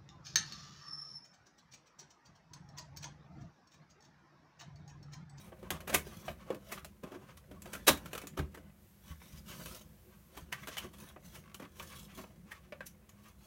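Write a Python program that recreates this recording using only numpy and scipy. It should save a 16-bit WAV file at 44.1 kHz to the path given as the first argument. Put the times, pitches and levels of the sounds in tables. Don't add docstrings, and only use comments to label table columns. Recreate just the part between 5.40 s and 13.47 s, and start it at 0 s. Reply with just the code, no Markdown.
import sys
import numpy as np
from scipy import signal
from scipy.fft import rfft, irfft, next_fast_len
from scipy.io import wavfile
from scipy.ndimage import uniform_filter1d, map_coordinates

SR = 44100
rng = np.random.default_rng(int(sys.argv[2]) if len(sys.argv) > 2 else 0)


def int16_out(signal):
    q = np.round(np.clip(np.atleast_2d(signal).T, -1, 1) * 32767)
    wavfile.write(sys.argv[1], SR, q.astype(np.int16))


N = 355710
EVENT_SAMPLES = 2 ** 14

# centre_hz, width_hz, level_db
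SHELL_MODES = [(214, 38, 0), (284, 23, 5.5), (370.8, 33, 9), (520, 40, 4.5), (613, 94, 3), (745, 26, -8),
               (1115, 300, 2), (1573, 140, -0.5), (1780, 48, -1.5), (1970, 43, -4.5), (2270, 140, -3),
               (2553, 170, -3), (3010, 180, -2), (3380, 120, -5), (3790, 58, -8.5), (5960, 900, -6.5),
               (6500, 590, -8.5)]
# centre_hz, width_hz, boost_db
PANEL_MODES = [(1123, 48, 9), (1710, 71, -5), (2070, 59, 4), (2730, 130, 3)]
# freq_hz, gain_db
RADIATION = [(25, -34.5), (90, -11), (180, -1.5), (400, -4.5), (4000, -3), (4800, -3.5), (7000, 0.5),
             (10000, 1.5), (12000, 2.5), (15500, -0.5)]
# freq_hz, t60_s
ROOM_DECAY = [(200, 0.25), (700, 0.2), (3000, 0.17), (13000, .165)]

# freq_hz, density_db
PALM_SPECTRUM = [(70, -35.5), (125, 5.5), (170, 2), (210, -2), (300, -12.5), (480, -16.5), (800, -30),
                 (2500, -71.5)]
FINGER_SPECTRUM = [(250, -39), (560, 3), (850, 2), (1200, 1), (2300, 0), (4000, -11.5), (6000, -31),
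                   (12000, -67.5)]
HISS_SPECTRUM = [(1500, -21), (3900, -2), (5000, -5), (7000, -6), (10000, -3.5), (12000, -3), (15500, -3)]
TREMBLE_SPECTRUM = [(20, -48.5), (40, -11.5), (56, 10), (78, 2), (110, 0), (160, -28.5), (400, -64)]
HUM_SPECTRUM = [(150, -49), (192, -7.5), (208, 3), (220, -10), (260, -37.5)]
AIR_SPECTRUM = [(20, -37), (40, -11), (80, 0.5), (145, -8), (190, -6), (250, -18), (330, -18), (700, -22.5),
                (1400, -25), (2000, -27), (5000, -44.5), (13000, -34.5), (16000, -35.5)]
SLEEVE_SPECTRUM = [(2000, -6), (5000, -8), (8500, -7), (10500, -8), (12200, 1), (14000, -5), (16000, -3)]

# time_s, effort_db
EFFORT = [(0.0, -60), (0.52, -54), (0.96, -62), (1.21, -60), (1.46, -65.5), (2.16, -60), (2.36, -58),
          (3.1, -61), (3.46, -69), (4.31, -60.5), (4.56, -64.5), (4.83, -67.5), (5.26, -59.5),
          (5.79, -64.5), (6.27, -60), (7.41, -65), (7.64, -65), (8.07, -67.5)]
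# start_s, end_s, drag_db, hiss_over_drag_db
STROKES = [(0.0, 0.024, -58.5, -0.5), (0.663, 0.82, -60, -1), (0.866, 0.88, -56.5, 0.5),
           (1.283, 1.36, -56, -3.5), (2.277, 2.437, -59.5, -5.5), (2.55, 2.823, -60.5, -8.5),
           (3.12, 3.297, -68, -13), (3.681, 3.72, -60.5, 1), (3.82, 3.992, -65.5, 2),
           (4.093, 4.369, -57, 3), (4.952, 5.02, -61, -2.5), (5.205, 5.447, -64, 0.5),
           (5.605, 5.682, -58.5, -1.5), (5.855, 5.98, -63.5, 1), (6.384, 6.621, -59.5, 1.5),
           (6.765, 6.822, -63, 4), (7.833, 7.906, -73.5, 5), (8.02, 8.064, -69.5, 0)]
# time_s, centre_hz, level_db
SCUFFS = [(0.074, 890, -66), (0.26, 880, -59), (0.347, 890, -50.5), (0.724, 1250, -58),
          (0.855, 1340, -61.5), (1.013, 1480, -60.5), (1.084, 574, -55), (1.675, 925, -59.5),
          (1.738, 790, -56), (1.826, 770, -61.5), (1.896, 1380, -59.5), (2.154, 825, -64),
          (3.695, 1640, -63.5), (3.957, 1710, -67), (4.121, 1620, -55), (4.733, 1340, -68),
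          (5.192, 1700, -59), (5.332, 2800, -52.5), (5.429, 1720, -54.5), (6.526, 1730, -55),
          (6.707, 1830, -61), (6.795, 1190, -56.5), (7.089, 1660, -65.5), (7.16, 1900, -62.5),
          (7.247, 1870, -70), (7.78, 1340, -70.5), (7.866, 1680, -62)]
# time_s, slip_s, spot_hz, level_db, hardness_db_per_octave
FINGER_TAPS = [(0.123, 0.0019, 555, -52.5, -8), (0.882, 0.0018, 700, -39.5, -3.5),
               (1.378, 0.0068, 1310, -50.5, -1), (5.127, .0032, 2010, -39, 3.1),
               (5.234, .0044, 2050, -52.5, 1.5), (5.37, 0.001, 3230, -44, 2.5),
               (5.382, 0.0026, 2940, -41, 6), (5.763, .0016, 575, -53, -7.5),
               (6.25, .0032, 1150, -59, -0.5), (6.398, 0.000665, 1160, -46.5, 1.3),
               (6.84, 0.0026, 564, -54, -5.5), (7.118, 0.005, 1940, -48.5, 3),
               (7.324, 0.00076, 587, -45.5, -4), (7.407, 0.00068, 1650, -46, -3.5)]
PALM_BUMPS = [(0.229, 0.00076, 380, -51.5, -4.5), (0.667, 0.0038, 390, -51, -4),
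              (1.104, .0012, 513, -32.5, -6.5), (1.126, 0.0034, 288, -42.5, -6.5),
              (1.637, .0027, 352, -43, -4.5), (1.72, 0.0032, 287, -49, -4.5),
              (1.752, 0.0069, 405, -45.5, -6), (2.114, 0.0023, 507, -52, -3.5), (2.837, .003, 410, -50, -4),
              (3.176, 0.0041, 1566, -50.5, -4), (5.449, 0.0083, 259.6, -47, -5),
              (6.2, 0.0019, 360, -49.5, -3), (6.225, 0.0045, 246, -50, -3.5), (6.79, .006, 210, -52, -3)]
CHASSIS_CLICKS = [(0.305, 0.00019, 3480, -36.5, 0.6), (0.406, .0017, 380, -53, -0.5),
                  (0.478, 0.0026, 1860, -44.5, 0), (0.499, 0.0051, 625, -40.5, -0.8),
                  (0.53, 0.0049, 590, -40, -2), (0.546, 0.003, 2190, -26.5, 1.74),
                  (1.147, 0.0017, 300, -55.5, -.7), (1.324, .0037, 2190, -42.5, 0.5),
                  (1.447, 0.00046, 670, -51, 1.2), (1.974, 0.0027, 1180, -59.5, 2),
                  (2.221, 0.00047, 7300, -56, 6), (2.258, .0011, 588, -50.5, -2.5),
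                  (2.334, 0.0021, 1650, -45, 1.5), (2.352, 0.0024, 1360, -46, -1.2),
                  (2.481, 0.0048, 3860, -20, 1.2), (2.491, .004, 290, -26.5, -1.5),
                  (2.574, 0.0011, 320, -53, 1), (2.659, 0.0013, 1360, -50.5, -0.5),
                  (2.732, 0.00046, 2760, -44.5, -0.3), (2.752, 0.0017, 545, -45, -1),
                  (2.779, 0.0011, 1360, -46, 0.5), (2.817, 0.00068, 2630, -53, 0.8),
                  (2.871, 0.00061, 7000, -50.5, 3.5), (2.976, .0023, 430, -41, -3),
                  (2.992, .0036, 304, -37.5, -3.5), (3.148, 0.0025, 1955, -53.5, -0.9),
                  (4.26, .002, 2680, -49.5, 1.5), (4.977, .0046, 920, -49.5, -1),
                  (5.273, 0.00048, 3230, -47, -0.5), (5.284, 0.0041, 1600, -47, 0),
                  (5.539, 0.0052, 3420, -58.5, .3), (5.5845, 0.000049, 3450, -63, 3.5),
                  (5.955, .007, 2920, -54, .9), (6.145, 0.0008, 3030, -51, 2),
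                  (6.427, 0.005, 1620, -55, 2.5), (6.78, 0.0041, 1110, -53, -2.5),
                  (7.467, 0.0047, 5890, -51.5, 8), (7.693, 0.0013, 6730, -62.5, 2.7)]
BAND_EDGES_HZ = [150, 550, 1600, 4200, 16000]
# start_s, level_db
THUDS = [(0.314, -39), (0.514, -45), (0.554, -37.5), (0.893, -42.5), (1.422, -47), (2.151, -47.5),
         (2.335, -49), (2.495, -33.5), (2.988, -28), (3.234, -54), (3.70, -39.5), (3.928, -43),
         (3.983, -49.5), (4.449, -51.5), (5.017, -46), (5.429, -48.5), (5.975, -54), (6.408, -48),
         (6.518, -51)]
# pitch_hz, level_db, t60_s
BENCH_MODES = [(57.7, -6.5, 0.27), (74, -1, 0.31), (158, -1, 0.19), (199, -12.5, 0.29), (274, -14, 0.13)]
# start_s, end_s, level_db
SWISHES = [(3.426, 4.005, -70), (4.497, 4.878, -69)]
# start_s, end_s, slips_per_s, level_db
CREAKS = [(6.039, 6.125, 53, -63.5), (6.197, 6.256, 90, -58)]


def amp(db):
    return 10 ** (np.asarray(db) / 20)


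def unit_rms(x):
    return x / np.sqrt(np.mean(x ** 2) + 1e-20)


def unit_energy(x):
    return x / (np.linalg.norm(x) + 1e-12)


def gain_at(spectrum, hz):
    freq_hz, level_db = np.transpose(spectrum)
    return amp(np.interp(np.log(hz + 1), np.log(freq_hz + 1), level_db))


def wobble(rate_hz):
    knots = rng.standard_normal(int(N * rate_hz / SR) + 4)
    return map_coordinates(knots, [np.arange(N) * rate_hz / SR])


def swell(start_s, end_s, rise_s, fall_s):
    t = np.arange(N) / SR
    outside = np.maximum(start_s - t, 0) / rise_s + np.maximum(t - end_s, 0) / fall_s
    return np.exp(-np.minimum(outside, 20))


def filtered(x, response):
    size = next_fast_len(N + SR // 2)
    return irfft(rfft(x, size) * response(np.fft.rfftfreq(size, 1 / SR)), size)[:N]


def noise(spectrum):
    return unit_rms(filtered(rng.standard_normal(N), lambda hz: gain_at(spectrum, hz)))


def minimum_phase(gain):
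    cepstrum = irfft(np.log(np.maximum(gain, 1e-6)))
    half = len(cepstrum) // 2
    return np.exp(rfft(np.r_[cepstrum[0], 2 * cepstrum[1:half], np.zeros(half)]))


def add(track, start_s, sound):
    start = max(0, round(start_s * SR))
    track[start:start + len(sound)] += sound[:len(track) - start]


def shell_gain(hz, bed_db):
    peaks = sum(amp(db) ** 2 / (1 + (2 * (hz - centre_hz) / width_hz) ** 2)
                for centre_hz, width_hz, db in SHELL_MODES)
    return np.sqrt(peaks + amp(bed_db) ** 2)


def dense_ring(force, t60_s):
    retained = amp(-60 / (t60_s * SR)) ** 2
    energy = signal.lfilter([1 - retained], [1, -retained], force ** 2)
    return np.sqrt(energy) * rng.standard_normal(len(force))


def early_echoes(hz, level_db=-6.5, spread_s=0.007, count=5, scatter_hz=9000):
    delays_s = spread_s * rng.uniform(0.2, 1, count)
    echoes = sum(np.exp(-2j * np.pi * hz * delay_s) for delay_s in delays_s) / np.sqrt(count)
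    return 1 + amp(level_db) * echoes / (1 + 1j * hz / scatter_hz)


def shell_response(force, direct_db=-4, panel_t60_s=0.047, room_db=-3):
    hz = np.fft.rfftfreq(len(force), 1 / SR)
    centres_hz, t60s_s = np.transpose(ROOM_DECAY)
    shares = [np.interp(np.log(hz + 1), np.log(centres_hz), row) for row in np.eye(len(ROOM_DECAY))]
    room = sum(np.sqrt(share) * rfft(dense_ring(force, t60_s)) for share, t60_s in zip(shares, t60s_s))
    shell = rfft(amp(direct_db) * force + dense_ring(force, panel_t60_s))
    return (shell + amp(room_db) * room) * early_echoes(hz)


def stroke_gains(rise_s=0.03, fall_s=0.04):
    drag, hiss = np.zeros(N), np.zeros(N)
    for start_s, end_s, drag_db, hiss_over_drag_db in STROKES:
        gain = amp(drag_db) * swell(start_s, end_s, rise_s, fall_s)
        drag = np.maximum(drag, gain)
        hiss = np.maximum(hiss, amp(hiss_over_drag_db) * gain)
    return drag, hiss


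def rubbing(spectrum, grains_per_s, grain_db, bed_db):
    size = next_fast_len(N)
    grains = (rng.random(size) < grains_per_s / SR) * rng.standard_normal(size)
    force = rng.standard_normal(size) + amp(grain_db) * unit_rms(grains)
    sound = irfft(shell_response(force))[:N]
    return unit_rms(filtered(sound, lambda hz: gain_at(spectrum, hz) * shell_gain(hz, bed_db)))


def colour_drift(rub, depth_db=3):
    frames = signal.stft(rub, nperseg=1024)[2]
    patches = uniform_filter1d(rng.standard_normal(frames.shape), size=5, axis=0)
    patches = uniform_filter1d(patches, size=9, axis=1)
    return signal.istft(frames * amp(depth_db * unit_rms(patches)))[1][:N]


def hands(usual_effort_db=-60):
    effort_db = np.interp(np.arange(N) / SR, *np.transpose(EFFORT)) - usual_effort_db
    drag, stroke_hiss = stroke_gains()
    pressure = amp(1.3 * wobble(rate_hz=35) + 0.73 * wobble(rate_hz=180))
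    palm_gain = np.hypot(amp(-2) * drag, amp(-60 + 1.1 * effort_db))
    finger_gain = amp(-4) * np.hypot(drag, amp(-72 + 0.78 * effort_db))
    hiss_gain = np.hypot(stroke_hiss, amp(-80 + 0.78 * effort_db))
    tremble_gain = np.hypot(amp(-4) * drag, amp(-62 + 0.7 * effort_db))
    palm = palm_gain * rubbing(PALM_SPECTRUM, grains_per_s=78, grain_db=-6, bed_db=-4.5)
    fingers = finger_gain * rubbing(FINGER_SPECTRUM, grains_per_s=70, grain_db=-1, bed_db=-1.5)
    hiss = hiss_gain * rubbing(HISS_SPECTRUM, grains_per_s=140, grain_db=-0.5, bed_db=-11)
    tremble = tremble_gain * noise(TREMBLE_SPECTRUM)
    return tremble + pressure * colour_drift(palm + fingers + hiss)


def workshop(hum_db=-67, air_db=-66.5):
    return amp(hum_db) * noise(HUM_SPECTRUM) + amp(air_db) * noise(AIR_SPECTRUM)


def side_panel(force, centre_hz, reach_octaves, bed_db):
    hz = np.fft.rfftfreq(len(force), 1 / SR)
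    reach = 1 / (1 + (np.log2((hz + 1) / centre_hz) / reach_octaves) ** 2)
    panel_db = sum(db / (1 + (2 * (hz - mode_hz) / width_hz) ** 2)
                   for mode_hz, width_hz, db in PANEL_MODES)
    colour = minimum_phase(reach * amp(panel_db) * shell_gain(hz, bed_db))
    return unit_energy(irfft(shell_response(force) * colour))


def catches():
    return rng.standard_normal(EVENT_SAMPLES) * rng.exponential(1, EVENT_SAMPLES)


def scuffs(half_width_s=0.027):
    out, t = np.zeros(N), np.arange(EVENT_SAMPLES) / SR
    lead_s = 2 * half_width_s
    for time_s, centre_hz, level_db in SCUFFS:
        force = catches() * np.exp(-((t - lead_s) / half_width_s) ** 2)
        sound = side_panel(force, centre_hz, reach_octaves=1.4, bed_db=-8)
        add(out, time_s - lead_s, amp(level_db) * np.sqrt(lead_s * SR) * sound)
    return out


def slip_force(slip_s, main_catch=0.83, brief_s=0.0031):
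    t = np.arange(EVENT_SAMPLES) / SR
    lead = round(3 * slip_s * SR)
    force = unit_energy(catches() * np.exp(-abs(t - lead / SR) / slip_s))
    force[lead] += main_catch * np.exp(-slip_s / brief_s)
    return force, lead / SR


def contacts(rows, arch_db_per_octave2, spot_db, pivot_hz=1640, hold_s=0.03):
    out, hz = np.zeros(N), np.fft.rfftfreq(EVENT_SAMPLES, 1 / SR)
    edges_hz = np.array(BAND_EDGES_HZ)
    centres_hz = np.sqrt(edges_hz[:-1] * edges_hz[1:])
    octaves = np.log2(centres_hz / pivot_hz)
    for time_s, slip_s, spot_hz, level_db, hardness_db_per_octave in rows:
        force, lead_s = slip_force(max(slip_s, 1e-4))
        blow = shell_response(force)
        half_width_hz = 90 + 0.061 * spot_hz
        spot = amp(spot_db / (1 + ((hz - spot_hz) / half_width_hz) ** 2))
        colour = shell_gain(hz, bed_db=-3) * spot * gain_at(RADIATION, hz)
        shape_db = hardness_db_per_octave * octaves - arch_db_per_octave2 * octaves ** 2
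        band_db = level_db + 20 * np.log10(unit_energy(amp(shape_db)))
        power = abs(blow * colour) ** 2 * 2 / EVENT_SAMPLES / (hold_s * SR)
        held_db = 10 * np.log10(np.histogram(hz, edges_hz, weights=power)[0])
        tilt = amp(np.interp(np.log(hz + 1), np.log(centres_hz), band_db - held_db))
        add(out, time_s - lead_s, irfft(blow * minimum_phase(colour * tilt)))
    return out


def thuds(attack_s=0.006, scatter_db=0.35, detune=0.03):
    out, t = np.zeros(N), np.arange(SR // 2) / SR
    for start_s, level_db in THUDS:
        ring = np.zeros(len(t))
        for pitch_hz, mode_db, t60_s in BENCH_MODES:
            level_draw, pitch_draw = rng.standard_normal(2)
            decay = amp(mode_db + scatter_db * level_draw - 60 * t / t60_s)
            ring += decay * np.sin(2 * np.pi * pitch_hz * (1 + detune * pitch_draw) * t)
        add(out, start_s, amp(level_db) * ring * (1 - np.exp(-t / attack_s)))
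    return out


def sleeves(fade_s=0.1):
    gain = sum(amp(db) * swell(start_s, end_s, fade_s, fade_s) for start_s, end_s, db in SWISHES)
    return gain * noise(SLEEVE_SPECTRUM)


def creaks(centre_hz=1500, unevenness=0.087):
    out = np.zeros(N)
    for start_s, end_s, slips_per_s, level_db in CREAKS:
        length_s = end_s - start_s
        gaps_s = np.exp(unevenness * rng.standard_normal(16)) / slips_per_s
        times_s = np.cumsum(gaps_s) - gaps_s[0]
        slip_samples = (times_s[times_s < length_s] * SR).astype(int)
        force = np.bincount(slip_samples, minlength=EVENT_SAMPLES).astype(float)
        sound = side_panel(force, centre_hz, reach_octaves=0.78, bed_db=-0.5)
        add(out, start_s, amp(level_db) * np.sqrt(length_s * SR) * sound)
    return out


def scene():
    clicks = contacts(CHASSIS_CLICKS, arch_db_per_octave2=0.5, spot_db=9.5)
    taps = contacts(FINGER_TAPS, arch_db_per_octave2=3, spot_db=13)
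    bumps = contacts(PALM_BUMPS, arch_db_per_octave2=-0.18, spot_db=8)
    return (clicks + taps + bumps + thuds() + scuffs() + creaks() + hands() + sleeves() + workshop())[None]


def record(dry, low_cut_hz=24, top_hz=15950):
    low_cut = lambda hz: (1j * hz / (1j * hz + low_cut_hz)) ** 2
    high_cut = lambda hz: 1 / np.sqrt(1 + (hz / top_hz) ** 200)
    return np.array([filtered(channel, lambda hz: low_cut(hz) * high_cut(hz)) for channel in dry])


dry = scene()
out = record(dry)
int16_out(out)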